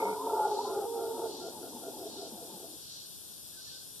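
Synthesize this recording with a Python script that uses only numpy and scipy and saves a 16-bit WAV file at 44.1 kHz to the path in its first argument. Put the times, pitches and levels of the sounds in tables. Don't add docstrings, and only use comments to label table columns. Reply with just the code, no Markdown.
import sys
import numpy as np
from scipy import signal
from scipy.fft import rfft, irfft, next_fast_len
from scipy.io import wavfile
from scipy.ndimage import uniform_filter1d

SR = 44100
rng = np.random.default_rng(int(sys.argv[2]) if len(sys.argv) > 2 else 0)


def put_to_file(sound):
    columns = np.atleast_2d(sound).T
    safe = np.clip(columns, -1, 1)
    whole_steps = np.round(safe * 32767)
    wavfile.write(sys.argv[1], SR, whole_steps.astype(np.int16))


N = 176400


def amp(db):
    return 10 ** (np.asarray(db) / 20)


def evened(x):
    return x / np.sqrt(np.mean(x ** 2) + 1e-20)


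def read(points, hz):
    point_hz, value = np.transpose(points)
    return np.interp(np.log(hz + 1), np.log(point_hz + 1), value)


def band(x, hz, width_hz):
    turn = np.exp(2j * np.pi * np.cumsum(hz * np.ones(len(x))) / SR)
    r = np.exp(-np.pi * width_hz / SR)
    two_poles = np.convolve([1, -r], [1, -r])
    ringing = turn * signal.lfilter([1], two_poles, x / turn)
    return evened(ringing.real)


def folds(pulse_hz, rough):
    drift_db = 3.5 * evened(uniform_filter1d(rng.standard_normal(N), 500))
    turns = np.cumsum(pulse_hz * amp(drift_db)) / SR
    slaps = np.diff(np.floor(turns), prepend=0) * amp(3 * rng.standard_normal(N))
    puffs = (0.17 + np.exp(-(turns % 1) / 0.49)) * rng.standard_normal(N)
    return (1 - rough) * evened(slaps) + rough * evened(puffs)


def waver():
    smooth = uniform_filter1d(rng.standard_normal(N), 900)
    return evened(uniform_filter1d(smooth, 900))


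def gate(start_s, length_s, edge_s):
    t = np.arange(N) / SR - start_s
    rise = t / edge_s + (start_s < .005)
    fall = (length_s - t) / edge_s + .5
    return np.clip(np.minimum(rise, fall), 0, 1)


ROAR_PULSE_HZ, ROAR_ROUGH = 70, .85
ROAR_LOW_HZ, ROAR_SAG_HZ_PER_S = 433.3, 34.3
ROAR_LOW_WIDTH_HZ, ROAR_HIGH_WIDTH_HZ = 56, 78
ROAR_WANDER = .008
RASP_TOP_HZ, RASP_TOP_WIDTH_HZ, RASP_TOP_DB = 2190, 160, -10.5
# start_s, low_level_db, high_level_db, high_band_hz
ROAR_THROAT = [(0, -29.5, -37, 890), (.125, -36.5, -42, 913), (0.154, -45, -46.5, 892),
               (.235, -44, -49, 926), (.26, -35.5, -42, 920), (0.381, -35, -36.5, 865),
               (0.581, -37.5, -42.5, 845), (.63, -43, -57.5, 863), (.72, -36, -45, 847),
               (.848, -33, -44.5, 802), (.88, -57.5, -55, 940), (.988, -39, -47, 780),
               (1.13, -47, -55, 910), (1.197, -36, -48, 913), (1.36, -58, -59.5, 840)]
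# band_hz, width_hz, level_db (relative to the effort)
ROAR_SIDES = [(293, 84, -30.5), (537, 50, -14.5), (695, 104, -18), (1248, 250, -26)]


def roar():
    s, low_db, high_db, high_hz = np.transpose(ROAR_THROAT)
    t = np.arange(N) / SR
    drive = folds(ROAR_PULSE_HZ, ROAR_ROUGH)
    low, high = amp(np.interp(t, s, low_db)), amp(np.interp(t, s, high_db))
    sides = sum(amp(db) * band(drive, hz, width) for hz, width, db in ROAR_SIDES)
    low_curve = (ROAR_LOW_HZ - ROAR_SAG_HZ_PER_S * t) * (1 + ROAR_WANDER * waver())
    high_curve = np.interp(t, s, high_hz) * (1 + ROAR_WANDER * waver())
    voice = low * band(drive, low_curve, ROAR_LOW_WIDTH_HZ)
    voice = voice - high * band(drive, high_curve, ROAR_HIGH_WIDTH_HZ)
    effort = uniform_filter1d(low + high, 2000)
    top_rasp = high * amp(RASP_TOP_DB) * band(drive, RASP_TOP_HZ, RASP_TOP_WIDTH_HZ)
    return gate(0, s[-1], 0.027) * (voice + effort * sides), gate(0, s[2], 0.048) * top_rasp


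MOAN_SPREAD = .06
# start_s, length_s, start_pitch_hz, end_pitch_hz, level_db
MOANS = [(0, 0.14, 210.3, 190, -47), (0.061, 0.2, 297.5, 272.2, -49.5), (0.151, 0.08, 937, 1022, -47.5),
         (0.575, 0.052, 886.4, 998, -45), (0.642, 0.036, 823, 831, -39.5), (0.645, 0.07, 1021, 1010, -50)]


def moans():
    t, air = np.arange(N) / SR, rng.standard_normal(N)
    out = np.zeros(N)
    for s, length, start_hz, end_hz, db in MOANS:
        hz = np.interp(t, [s, s + length], [start_hz, end_hz])
        tone = np.sin(2 * np.pi * np.cumsum(hz) / SR)
        breath = band(air, hz, MOAN_SPREAD * start_hz)
        out += gate(s, length, 0.014) * amp(db) * evened(tone + breath)
    return out


def stroke(rows):
    rows, t = np.array(rows), np.arange(N) / SR
    k = np.searchsorted(rows[:, 0], t, "right") - 1
    k_rows = rows[k]
    return k_rows, .5 - np.clip((t - k_rows[:, 0]) / k_rows[:, 1], 0, 1)


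PANT_PULSE_HZ, PANT_ROUGH, PANT_EDGE_S = 86.2, .7, .036
OUT_GLIDE, IN_GLIDE = .18, .26
OUT_BENDS = (-1.1, .4, -.25)
IN_WIDTH_HZ = 40
IN_UPPER_HZ, IN_UPPER_WIDTH_HZ, IN_UPPER_DB = 870, 65, -9
# start_s, length_s, level_db, nasal_db (added to the nasal band)
OUT_STROKES = [(0, 0.15, -53, 9), (0.261, 0.23, -44.5, 3), (0.633, 0.16, -47, -0.5), (0.964, 0.16, -46, -5),
               (1.158, 0.12, -43, -12), (1.394, .11, -44.5, -9.5), (1.595, 0.086, -45, -7.5),
               (1.806, 0.1, -45, -14.5), (1.976, 0.11, -46, -17), (2.159, 0.12, -48.5, -10.5),
               (2.35, 0.11, -51, -15), (2.593, 0.068, -49, -20)]
# mid_stroke_hz, width_hz, level_db
OUT_THROAT = [(385, 95, 0), (675, 70, -6), (1385, 60, -11)]
# start_s, length_s, level_db, low_band_hz (at mid-stroke)
IN_STROKES = [(0.507, 0.2, -52.5, 277), (0.867, 0.11, -50, 294), (1.096, 0.07, -48.5, 275),
              (1.33, 0.085, -54, 276), (1.526, 0.064, -46.5, 262), (1.707, 0.094, -49.5, 250),
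              (1.915, 0.055, -47, 254), (2.104, 0.065, -50, 237), (2.29, 0.062, -49, 245),
              (2.491, 0.068, -51, 217)]
# time_s, level_db
GROWL = [(1.2, -54), (2.52, -57.5), (2.78, -63)]
# band_hz, width_hz, level_db (relative to the growl level)
GROWL_THROAT = [(324, 142, 4.5), (516, 244, -4.5), (781, 276, -5.5)]


def panting():
    drive, t = folds(PANT_PULSE_HZ, PANT_ROUGH), np.arange(N) / SR
    slide = 1 + OUT_GLIDE * stroke(OUT_STROKES)[1]
    low, mid, nasal = (amp(db) * band(drive, hz * slide ** bend, width)
                       for bend, (hz, width, db) in zip(OUT_BENDS, OUT_THROAT))
    out = sum(gate(s, length, PANT_EDGE_S) * amp(db) * (low - mid + amp(nasal_db) * nasal)
              for s, length, db, nasal_db in OUT_STROKES)

    row, progress = stroke(IN_STROKES)
    slide = 1 + IN_GLIDE * progress
    hollow = band(drive, row[:, 3] * slide, IN_WIDTH_HZ)
    hollow = hollow + amp(IN_UPPER_DB) * band(drive, IN_UPPER_HZ * slide ** 0.26, IN_UPPER_WIDTH_HZ)
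    back = hollow * sum(gate(s, length, PANT_EDGE_S) * amp(db) for s, length, db, _ in IN_STROKES)

    s, level_db = np.transpose(GROWL)
    growl = sum((-1) ** k * amp(db) * band(drive, hz, width)
                for k, (hz, width, db) in enumerate(GROWL_THROAT))
    growl = growl * gate(s[0], s[-1] - s[0], 0.081) * amp(np.interp(t, s, level_db))
    return out + growl + back


SINK_S, LIFT_S = .13, 0.1
DARK_LINGER = 1.03
RIGHT_SINK = .55
# band_hz, level_db
AIR = [(80, -36), (200, -43), (350, -41), (600, -49.5), (1200, -60), (1600, -55.5), (2000, -68.5),
       (2600, -57.5)]
# band_hz, level_db
BRIGHT_BUZZ = [(2200, -64), (2900, -58.5), (3500, -44.5), (4200, -44), (5600, -44.5), (6900, -49),
               (8600, -41.5), (12300, -41.5), (13300, -44.5), (14300, -55)]
# band_hz, level_db
DARK_BUZZ = [(2200, -61.5), (2900, -53.5), (3500, -43), (4200, -34.5), (4900, -39), (5400, -45),
             (5620, -34), (5850, -45), (6300, -45), (8600, -45.5), (12300, -46.5), (13300, -54.5),
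             (14300, -54)]
# band_hz, gain_db
RIGHT_TILT = [(100, -4), (3000, -5), (7000, -0.5), (9500, -5), (12500, -7.5)]
SINKS = [.61, 1.41, 2.199, 2.96, 3.71]


def chorus():
    hz, t, z = signal.stft(rng.standard_normal((2, N)), SR, nperseg=512, noverlap=384)
    low = (hz < 6800)[:, None]
    lift_s = LIFT_S * np.where(low, DARK_LINGER, 1)
    sunk = sum(np.exp(-abs((t - s) / np.where(t < s, SINK_S, lift_s)) ** 3.5) for s in SINKS)
    sunk = np.array([sunk, sunk * np.where(low, 1, RIGHT_SINK)])

    patches = uniform_filter1d(rng.standard_normal((len(t), len(hz))).T, 8, 0)
    patches = evened(uniform_filter1d(patches, 20, 1))
    throb = evened(uniform_filter1d(rng.standard_normal((len(t), len(hz))).T, 30, 0))
    buzz_db = read(BRIGHT_BUZZ, hz)[:, None] * (1 - sunk) + read(DARK_BUZZ, hz)[:, None] * sunk
    buzz_db = buzz_db + .9 * patches + .8 * throb

    buzz = amp(buzz_db) * (hz > 1500)[:, None]
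    wash = amp(read(AIR, hz))[:, None] * (hz < 4000)[:, None]
    ports = amp([0 * hz, read(RIGHT_TILT, hz)])[:, :, None]
    shaped = z * np.hypot(buzz, wash) * ports
    return signal.istft(shaped, SR, nperseg=512, noverlap=384)[1][:, :N]


HOOT_OCTAVE_DB = -16.5
HOOT_WAVER, HOOT_FLUTTER_DB = .003, 1.2
# time_s, pitch_hz, level_db
HOOT = [(0.839, 475.3, -40.5), (0.877, 462.5, -33.5), (1.118, 456.3, -30), (1.15, 449.7, -41),
        (1.22, 460, -40), (1.248, 455.3, -28.5), (1.3, 425, -43.5)]


def hoot():
    s, hz, db = np.transpose(HOOT)
    t = np.arange(N) / SR
    pitch = np.interp(t, s, hz) * (1 + HOOT_WAVER * waver())
    turn = 2 * np.pi * np.cumsum(pitch) / SR
    level = amp(np.interp(t, s, db) + HOOT_FLUTTER_DB * waver())
    tone = np.sin(turn) + amp(HOOT_OCTAVE_DB) * np.sin(2 * turn)
    return gate(s[0], s[-1] - s[0], 0.005) * level * tone


# start_s, length_s, pitch_hz, level_db (before panning)
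BIRD_NOTES = [(3.523, 0.05, 1675, -70), (3.567, 0.041, 1527, -61.5), (3.666, 0.028, 1760, -64.5),
              (3.713, 0.067, 1528, -66.5), (3.808, 0.028, 1550, -71)]


def bird():
    t = np.arange(N) / SR
    return sum(gate(s, length, 0.0059) * amp(db) * np.sin(2 * np.pi * hz * t)
               for s, length, hz, db in BIRD_NOTES)


FOREST_T60_S, FOREST_RISE_S, FOREST_DB = .9, .03, -12
FOREST_SHARED = 0.53


def forest(x):
    t = np.arange(SR) / SR
    both, own = rng.standard_normal(SR), rng.standard_normal((2, SR))
    noise = FOREST_SHARED * both + np.sqrt(1 - FOREST_SHARED ** 2) * own
    tail = noise * amp(-60 * t / FOREST_T60_S) * np.minimum(t / FOREST_RISE_S, 1)
    return signal.fftconvolve(x[None], tail / np.linalg.norm(tail[0]), axes=1)[:, :N]


LEAD = 1
HOOT_LEFT_DB = -4.5


def scene():
    voice, top_rasp = roar()
    clear = hoot()
    calls = voice + moans() + clear + panting()
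    left = calls + top_rasp + (amp(HOOT_LEFT_DB) - 1) * clear
    right = np.pad(calls, (LEAD, 0))[:N]
    direct = np.array([left, right]) + bird() * amp([[-6.0], [3.0]])
    return direct + amp(FOREST_DB) * forest(direct.mean(0)) + chorus()


CROSS_DELAY = 21
LOW_CUT_HZ, EDGE_HZ = 80.4, 14270
# band_hz, share
CROSS_FEED = [(40, 0.39), (300, 0.13), (1000, 0.79), (3200, 1), (4200, 0.37), (8500, 0.11)]


def record(dry):
    size = next_fast_len(N + 64)
    hz = np.fft.rfftfreq(size, 1 / SR)
    feed = read(CROSS_FEED, hz) * np.exp(-2j * np.pi * hz * CROSS_DELAY / SR)
    wide = dry - irfft(rfft(dry[::-1], size) * feed, size)[:, :N]
    wide = signal.sosfilt(signal.butter(3, LOW_CUT_HZ, "high", fs=SR, output="sos"), wide)
    low_pass = signal.firwin(2047, EDGE_HZ, window=("kaiser", 12), fs=SR)
    return signal.oaconvolve(wide, low_pass[None], "same")


dry = scene()
out = record(dry)
put_to_file(out)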